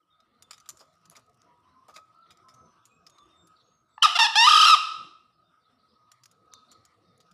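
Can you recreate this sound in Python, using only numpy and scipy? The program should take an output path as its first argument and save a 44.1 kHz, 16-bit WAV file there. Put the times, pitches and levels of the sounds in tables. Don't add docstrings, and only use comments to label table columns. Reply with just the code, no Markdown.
import sys
import numpy as np
from scipy import signal
from scipy.fft import rfft, irfft
from scipy.io import wavfile
from scipy.ndimage import uniform_filter1d, minimum_filter1d

SR = 44100
rng = np.random.default_rng(int(sys.argv[2]) if len(sys.argv) > 2 else 0)


def wav_record(signal):
    frames = np.transpose(np.atleast_2d(signal))
    bounded = np.clip(frames, -1, 1)
    quanta = np.round(bounded * 32767).astype(np.int16)
    wavfile.write(sys.argv[1], SR, quanta)


N = 323253

# (time [s], pitch before quaver and warble [Hz], level before the throat [dB], roughness [0-1])
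CROW_SYLLABLES = [
    [(4.026, 1423, -19.5, 0.58), (4.031, 1364, -12, 0.74), (4.044, 1309, -12.5, 0.72),
     (4.056, 1247, -12.5, 0.65), (4.058, 913, -16, 0), (4.072, 737, -23.5, 0.14), (4.09, 640, -27, 0.1),
     (4.115, 723, -29.5, 0), (4.14, 750, -46, .4)],
    [(4.154, 711, -16.5, 0.09), (4.166, 673.5, -14.5, .1), (4.178, 864, -24, .2)],
    [(4.19, 900.4, -13, .7), (4.207, 942, -13, .8), (4.212, 913.5, -11.5, .05), (4.222, 878, -10.5, .05),
     (4.235, 937, -12.5, 0.2), (4.254, 820, -14, 0.02), (4.263, 870, -14.5, 0.08), (4.269, 980, -19, 0.2)],
    [(4.356, 772, -12, 0.27), (4.365, 829, -13, 0.01), (4.385, 895, -10.5, 0.01), (4.435, 919.7, -11, 0.11),
     (4.468, 1015, -11.5, 0.24), (4.47, 1236, -13.5, 0.65), (4.64, 1261, -11, 0.41),
     (4.665, 1310, -13.5, 0.76), (4.69, 1350, -11, .5), (4.707, 1276, -11.5, 0.69),
     (4.716, 1332, -12.5, 0.12), (4.732, 1256, -11.5, 0.09), (4.745, 1182, -15, 0.25),
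     (4.752, 984, -18.5, 0.3), (4.755, 801, -28, 0.2), (4.77, 614, -28, 0)],
]
# (time [s], pitch [Hz], level before the throat [dB], roughness [0-1])
CLUCK_NOTE = [(3.98, 911, -30.5, 0.79), (3.985, 891, -36.5, 0.68)]
SHUT_BEAK_HZ = 1500
# (time [s], pitch [Hz], level before the throat [dB])
SYRINX_WHISTLE = [(4.02, 2950, -44), (4.025, 2994, -9.5), (4.035, 3047, -17), (4.042, 2880, -45.5)]
COUPLING = 7.4
# (frequency [Hz], gain [dB])
THROAT_AND_BEAK = [(500, -40.5), (750, -6.5), (950, -3.5), (1250, -4), (1480, -14.5), (1750, -4),
                   (2250, -11), (2520, -6.5), (2750, 2), (3150, 2), (3900, 0.5), (4400, -5.5), (5400, 4),
                   (6500, -9), (7600, -5), (8800, -11), (10000, -7), (13000, -24.5), (15000, -21.5)]
QUAVER_HZ, QUAVER_FROM_S, QUAVER_TO_S, QUAVER_DEPTH_HZ = 50.6, 4.395, 4.47, 44.2
WARBLE_HZ, WARBLE_FROM_S, WARBLE_TO_S, WARBLE_CREEP_HZ = 39.87, 4.483, 4.657, 130
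UNEVEN = .07


def crow():
    t = np.arange(N) / SR
    turn = (t - WARBLE_FROM_S) * WARBLE_HZ + UNEVEN * drift(5.8)
    warbling = (t > WARBLE_FROM_S) * (t < WARBLE_TO_S)
    high_share = warbling * np.interp(turn % 1, [0, .25, .38, .68, .8, 1], [.1, .1, 1, 1, .1, .1])
    creep_hz = WARBLE_CREEP_HZ * warbling * np.sin(np.pi * turn) ** 2
    deepening = np.interp(t, [QUAVER_FROM_S, QUAVER_TO_S], [0, 1]) ** .5 * (t < QUAVER_TO_S)
    quaver = np.sin(np.pi * QUAVER_HZ * (t - QUAVER_FROM_S - .005)) ** 2
    bend_hz = creep_hz + QUAVER_DEPTH_HZ * deepening * quaver

    shut_beak = signal.butter(3, SHUT_BEAK_HZ, fs=SR, output="sos")
    song = signal.sosfilt(shut_beak, 1e-12 + voice(CLUCK_NOTE, bend_hz, high_share))
    for syllable in CROW_SYLLABLES:
        song = song + voice(syllable, bend_hz, high_share)

    hz, level_db = in_time(SYRINX_WHISTLE)
    sounding = (t > SYRINX_WHISTLE[0][0]) * (t < SYRINX_WHISTLE[-1][0])
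    phase = 2 * np.pi * np.cumsum(hz * (1 + 0.024 * drift(200))) / SR
    whistle = from_db(level_db) * sounding * np.sin(phase)
    return colour(song + whistle * (1 + COUPLING * song), THROAT_AND_BEAK)


ATTACK_S, RELEASE_S, SILENT_DB = .005, 0.0054, -34.5
FULL_VOICE_DB, BRIGHT_HZ, DULLING = -11, 5730, 0.19
LEAP_HZ = 307.6


def voice(rows, bend_hz, high_share):
    first, last = np.array(rows[0]), np.array(rows[-1])
    rows = [first + [-ATTACK_S, 0, SILENT_DB, 0], *rows, last + [RELEASE_S, 0, SILENT_DB, 0]]
    start, end = int(rows[0][0] * SR), int(rows[-1][0] * SR)
    size = end - start
    hz, level_db, rough = in_time(rows, start, end)
    rough, share = np.clip(rough, 0, 1), high_share[start:end]

    shake = 1 + .065 * rough * drift(250, size)
    reach_hz = BRIGHT_HZ * from_db(DULLING * (level_db - FULL_VOICE_DB))
    low, phase = stack((hz + bend_hz[start:end]) * shake, reach_hz, fundamental=0.98)
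    high_hz = hz + LEAP_HZ * (1 + .15 * drift(30, size))
    high, _ = stack(high_hz * shake, reach_hz, fundamental=0.37)
    pulses = (1 - .9 * share) * low + 1.24 * share * high

    halves = 1 + 0.36 * rough * np.cos(phase / 2)
    rasp = 1 + .55 * rough * drift(600, size)
    air = signal.lfilter([1, -.6], [1], rng.standard_normal(size))
    breath = air * (1 + np.cos(phase)) * (0.047 + 0.23 * rough)
    gain = from_db(level_db + 3.0 * rough * drift(140, size))
    return np.pad(gain * (pulses * halves * rasp + breath), (start, N - end))


CUTOFF_HZ = 15800
FAINT = 0.14


def stack(hz, reach_hz, fundamental):
    phase = 2 * np.pi * np.cumsum(hz) / SR
    pulses = 0
    for k in range(1, 21):
        strength = k ** -.3 * (FAINT + 1 / (1 + (k * hz / reach_hz) ** 6))
        pulses = pulses + np.cos(k * phase) * strength * (k * hz < CUTOFF_HZ)
    return (pulses - (1 - fundamental) * np.cos(phase)) / 2, phase


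# (time [s], peak level [dB], brightest frequency [Hz], scrape decay [s])
CLAW_STEPS = [(0.202, -54.5, 3800, 0.0056), (0.423, -39, 7400, 0.005), (0.5079, -29.5, 3460, 0.0064),
              (0.529, -33.5, 3620, .011), (0.579, -46, 4470, 0.005), (0.6, -45.5, 4900, 0.0066),
              (0.658, -47, 3730, 0.0059), (0.6888, -26, 6800, 0.008), (0.771, -46.5, 6000, .004),
              (0.792, -45, 8000, .0015), (0.796, -45.5, 5030, 0.016), (1.054, -48, 5200, 0.0066),
              (1.098, -37, 8100, 0.0017), (1.108, -48, 6840, 0.012), (1.152, -39, 2420, 0.013),
              (1.165, -37.5, 5600, 0.0056), (1.4173, -45, 4570, 0.0016), (1.891, -51, 4100, 0.021),
              (1.882, -50, 7500, .004), (1.94, -47, 5050, 0.025), (1.961, -33.5, 2900, 0.01),
              (2.305, -44, 3150, 0.012), (2.372, -49, 5900, 0.0029), (2.484, -45, 2500, 0.014),
              (2.538, -49.5, 6450, 0.013), (2.853, -45, 7640, 0.0092), (3.065, -40.5, 4700, 0.0086),
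              (3.097, -48.5, 6800, .005), (3.183, -46.5, 3560, 0.0043), (3.471, -51, 8050, 0.0049),
              (6.116, -40.5, 4950, 0.0057), (6.2344, -43.5, 6650, 0.0053), (6.256, -41.5, 6050, 0.0044),
              (6.313, -49, 7180, 0.0046), (6.536, -31, 5900, 0.0031), (6.715, -42, 5500, 0.0079),
              (6.851, -45, 7080, 0.0047), (7.177, -56, 9490, .003), (7.202, -51, 4600, 0.009),
              (7.312, -54.5, 4450, 0.0059)]
# (frequency [Hz], level [dB])
SLAT_MODES = [(2480, -12), (3800, -6.5), (4950, 1.5), (5900, 2), (6800, 5.5), (8300, 0.5), (10100, 4.5),
              (12500, -25), (14800, -20)]
# (time [s], peak level [dB])
FLOOR_THUDS = [(0.806, -48), (1.114, -52), (1.168, -51), (1.883, -45), (1.959, -47.5)]
THUD_S = 0.019


def steps():
    out = np.zeros(N)
    for s, peak_db, bright_hz, length in CLAW_STEPS:
        slips = scrape(length)
        strengths_db = rng.normal(0, 4, len(SLAT_MODES))
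        tick = 0.06 * np.diff(slips, 2, prepend=[0, 0])
        for (hz, mode_db), own_db in zip(SLAT_MODES, strengths_db):
            off_pitch_db = 20.0 * abs(np.log2(hz / bright_hz))
            mode = ring(slips, hz * from_db(0.068 * own_db), 35 / hz)
            tick += mode * from_db(mode_db + own_db - off_pitch_db)
        thin = signal.butter(2, 0.2 * bright_hz, "high", fs=SR, output="sos")
        add(out, s, peak_db, signal.sosfilt(thin, tick))
    for s, peak_db in FLOOR_THUDS:
        push = np.diff(scrape(THUD_S), prepend=0)
        add(out, s, peak_db, ring(push, 580, 0.016) + ring(push, 720, 0.0038))
    return out


def scrape(length):
    span, length = np.arange(2600) / SR, max(length, .001)
    slips = rng.laplace(size=len(span)) * (rng.random(len(span)) < .2)
    slips *= (1 - np.exp(-span / (0.21 * length))) * np.exp(-span / length)
    slips[60] += 2.2
    return slips


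def rustle():
    table = np.array(CLAW_STEPS)
    stir = np.zeros(N)
    stir[(table[:, 0] * SR).astype(int)] = from_db(.5 * table[:, 1])
    stir = signal.lfilter([1], [1, -np.exp(-1 / (.14 * SR))], stir)
    ticks = (rng.random(N) < 35 / SR) * from_db(3 * rng.standard_normal(N))
    grains = stir * signal.lfilter([1], [1, -.993], ticks) * rng.standard_normal(N)
    band = signal.butter(2, [3000, 10000], "band", fs=SR, output="sos")
    return from_db(-53.0) * signal.sosfilt(band, grains)


# (time [s], length [s], first pitch [Hz], last pitch [Hz], level before flutter [dB])
FAR_COCK_NOTES = [(1.45, 0.16, 970, 972, -67.5), (1.63, 0.24, 1006, 1062, -68.5),
                  (1.87, 0.21, 1246, 1297, -67), (2.12, 0.23, 1320, 1376, -71.5),
                  (2.36, 0.3, 1323, 1273, -73.5), (2.43, 0.082, 1047, 1037, -66.5),
                  (2.63, 0.12, 991, 980, -70.5), (3.17, 0.13, 1158, 1185, -73),
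                  (2.65, 0.49, 1147, 1135, -83), (5.98, 0.19, 1253, 1240, -78),
                  (6.4, 0.48, 1267, 1278, -74.5)]


def far_cocks():
    return notes(FAR_COCK_NOTES, waver=0.0081, flutter_db=3.5)


# (time [s], length [s], first pitch [Hz], last pitch [Hz], level before flutter [dB])
BIRD_WHISTLES = [(0.099, 0.055, 3760, 3500, -70), (0.415, 0.05, 3660, 3440, -69),
                 (2.552, 0.18, 6330, 5940, -74), (2.83, 0.15, 7500, 7550, -77),
                 (2.898, 0.099, 2440, 2600, -71.5), (3.086, 0.17, 3710, 3475, -67.5),
                 (3.108, 0.13, 6480, 6600, -68.5), (3.282, 0.15, 3670, 3580, -68.5),
                 (3.35, 0.14, 7670, 7350, -72.5), (3.61, 0.22, 6540, 6480, -77),
                 (3.88, .12, 7740, 7700, -79), (5.443, 0.067, 3693, 3560, -75),
                 (5.64, 0.036, 3320, 4750, -77), (5.68, 0.068, 3704, 3616, -82),
                 (6.52, 0.07, 3730, 3550, -62.5), (7.03, .12, 3755, 3596, -80)]


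def whistles():
    return notes(BIRD_WHISTLES, waver=0.0066, flutter_db=3.5)


# (time [s], length [s], first pitch [Hz], last pitch [Hz], level before flutter and mix [dB])
HARSH_CALLS = [(2.21, 0.14, 3920, 3450, -68), (3.55, 0.082, 4310, 3600, -66.5),
               (5.76, 0.23, 4300, 3823, -74), (6.51, 0.099, 4400, 4310, -62),
               (6.68, 0.089, 4535, 4040, -59.5), (7.0, 0.33, 4610, 4300, -77)]


def squawks():
    return notes(HARSH_CALLS, waver=.09, flutter_db=4, rate_hz=250)


CHATTER_DB, CHATTER_SWING_DB = -82.5, 4.5


def chatter(count):
    s, length, pitch, slide, loud = rng.random((count, 5)).T
    hz = 3200 * 1.6 ** pitch
    last_hz = hz * (1 + .3 * (slide - .6))
    table = zip(s * (N / SR - .2), .03 + .09 * length, hz, last_hz, 9 * loud)
    flock = rms_one(notes(table, waver=.025, flutter_db=4, rate_hz=120))
    return from_db(CHATTER_DB + CHATTER_SWING_DB * drift(1.5)) * flock


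def notes(table, waver, flutter_db, rate_hz=50):
    out = np.zeros(N)
    for s, length, first_hz, last_hz, level_db in table:
        start, n = int(s * SR), int(length * SR)
        hz = np.linspace(first_hz, last_hz, n) * (1 + waver * drift(rate_hz, n))
        gain = from_db(level_db + flutter_db * drift(41, n)) * signal.windows.tukey(n, .4)
        out[start:start + n] += gain * np.sin(2 * np.pi * np.cumsum(hz) / SR)
    return out


# (frequency [Hz], T60 [s])
TREE_DECAY = [(500, .75), (5000, .72), (8000, .6), (12000, .45)]


def trees(x):
    t, tail = np.arange(SR) / SR, 0
    table_hz, table_t60 = np.transpose(TREE_DECAY)
    edges = 300 * 2 ** np.arange(0, 6.1, 1.0)
    for low, high in zip(edges, edges[1:]):
        t60 = np.interp(np.log(np.sqrt(low * high)), np.log(table_hz), table_t60)
        octave = signal.butter(2, [low, high], "band", fs=SR, output="sos")
        tail = tail + signal.sosfilt(octave, rng.standard_normal(SR)) * from_db(-60 * t / t60)
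    tail *= (1 - np.exp(-t / 0.0035)) * np.exp(-(t / 0.63) ** 4)
    return signal.fftconvolve(x, tail / np.sqrt(np.sum(tail ** 2)))[:N]


# (time [s], rumble level before its swells [dB])
AIR_STIR = [(0, -79.5), (.55, -68.5), (1.0, -71.5), (1.6, -70), (2.1, -72.5), (2.65, -66.5), (3.0, -74),
            (3.3, -67.5), (3.9, -75.5), (4.9, -73), (5.05, -61), (5.25, -76), (6.3, -72), (6.7, -67.5),
            (7.33, -74)]
# (frequency [Hz], relative level per Hz [dB])
RUMBLE_TONE = [(30, -35), (60, -14), (100, -4.5), (200, -7), (400, -12), (700, -13.5), (1000, -41.5)]
# (frequency [Hz], relative level per Hz [dB])
LEAF_TONE = [(300, -49), (700, -12.5), (1200, -11), (1600, -16.5), (2500, -19), (4200, -23.5), (5500, -20),
             (7000, -37)]
LEAVES_DB = -5


def moving_air():
    rumble_db, = in_time(AIR_STIR)
    rumble = lumps(RUMBLE_TONE, rumble_db, 25, 2.7, count=11)
    return rumble + lumps(LEAF_TONE, rumble_db + LEAVES_DB, 300, 2.0, count=10)


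def lumps(spectrum, level_db, low_hz, patchy_db, count):
    noise = colour(rng.standard_normal(N), spectrum)
    edges = low_hz * 2 ** (np.arange(count + 1) / 2)
    gust, total = drift(7.3), 0
    for low, high in zip(edges, edges[1:]):
        band = signal.sosfilt(signal.butter(2, [low, high], "band", fs=SR, output="sos"), noise)
        total = total + band * from_db(patchy_db * (drift(5.3) + 0.94 * gust))
    return from_db(level_db) * rms_one(total)


HUM_HZ, HUM_WIDTH_HZ, HUM_DB = 1272, 45, -88


def hum():
    t60 = np.log(1000) / (np.pi * HUM_WIDTH_HZ)
    tone = ring(ring(rng.standard_normal(N), HUM_HZ, t60), HUM_HZ, t60)
    return from_db(HUM_DB + 3.0 * drift(3.0)) * rms_one(tone)


# (frequency [Hz], relative level per Hz [dB])
HISS_TONE = [(3000, 1), (9000, -4), (15000, -4)]
HISS_DB = -91.5


def hiss():
    return from_db(HISS_DB) * rms_one(colour(rng.standard_normal(N), HISS_TONE))


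def from_db(db):
    return 10 ** (np.asarray(db) / 20)


def rms_one(x):
    return x / np.sqrt(np.mean(x ** 2) + 1e-20)


def in_time(rows, n0=0, n1=N):
    s, *columns = np.transpose(rows)
    return [np.interp(np.arange(n0, n1) / SR, s, c) for c in columns]


def drift(rate_hz, size=N):
    r = np.exp(-2 * np.pi * rate_hz / SR)
    settled = signal.lfilter([1], [1, -2 * r, r * r], rng.standard_normal(size + 3000))[3000:]
    return rms_one(settled)


def colour(x, points):
    hz = np.maximum(np.arange(4097) * SR / 8192, 10)
    points_hz, points_db = np.transpose(points)
    gain_db = np.interp(np.log(hz), np.log(points_hz), points_db)
    cepstrum = irfft(gain_db * np.log(10) / 20)
    cepstrum[1:4096] *= 2
    cepstrum[4097:] = 0
    return signal.fftconvolve(x, irfft(np.exp(rfft(cepstrum)))[:4096])[:len(x)]


def ring(x, hz, t60):
    r, w = from_db(-60 / (t60 * SR)), 2 * np.pi * hz / SR
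    return signal.lfilter([0, np.sin(w)], [1, -2 * r * np.cos(w), r * r], x + 1e-18)


def add(out, s, peak_db, sound):
    n = int(s * SR)
    out[n:n + len(sound)] += (from_db(peak_db) * sound / np.abs(sound).max())[:N - n]


TREES_DB = -11


def scene():
    cock, feet = crow(), steps() + rustle()
    far = far_cocks() + whistles()
    birds = chatter(count=220) + squawks()
    near_send = from_db(TREES_DB) * cock + from_db(-22.0) * feet
    wet = trees(near_send + from_db(-7.0) * far + from_db(-10.5) * birds)
    direct = cock + feet + far + from_db(-2.0) * birds
    return (direct + wet + moving_air() + hum() + hiss())[None]


HOUSING_HZ, HOUSING_WIDTH_HZ, HOUSING_DB = 1231, 110, 13.5
LIMIT, LIMITER_S = .6, .004


def record(dry):
    r = np.exp(-np.pi * HOUSING_WIDTH_HZ / SR)
    poles = [1, -2 * r * np.cos(2 * np.pi * HOUSING_HZ / SR), r * r]
    resonance = signal.lfilter([(1 - r * r) / 2, 0, (r * r - 1) / 2], poles, dry)
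    boxed = dry + from_db(HOUSING_DB) * resonance
    span = int(LIMITER_S * SR)
    needed_gain = LIMIT / np.maximum(np.abs(boxed), LIMIT)
    limited = boxed * uniform_filter1d(minimum_filter1d(needed_gain, span), span)
    return signal.sosfilt(signal.cheby2(18, 60, CUTOFF_HZ, fs=SR, output="sos"), limited)


dry = scene()
out = record(dry)
wav_record(out)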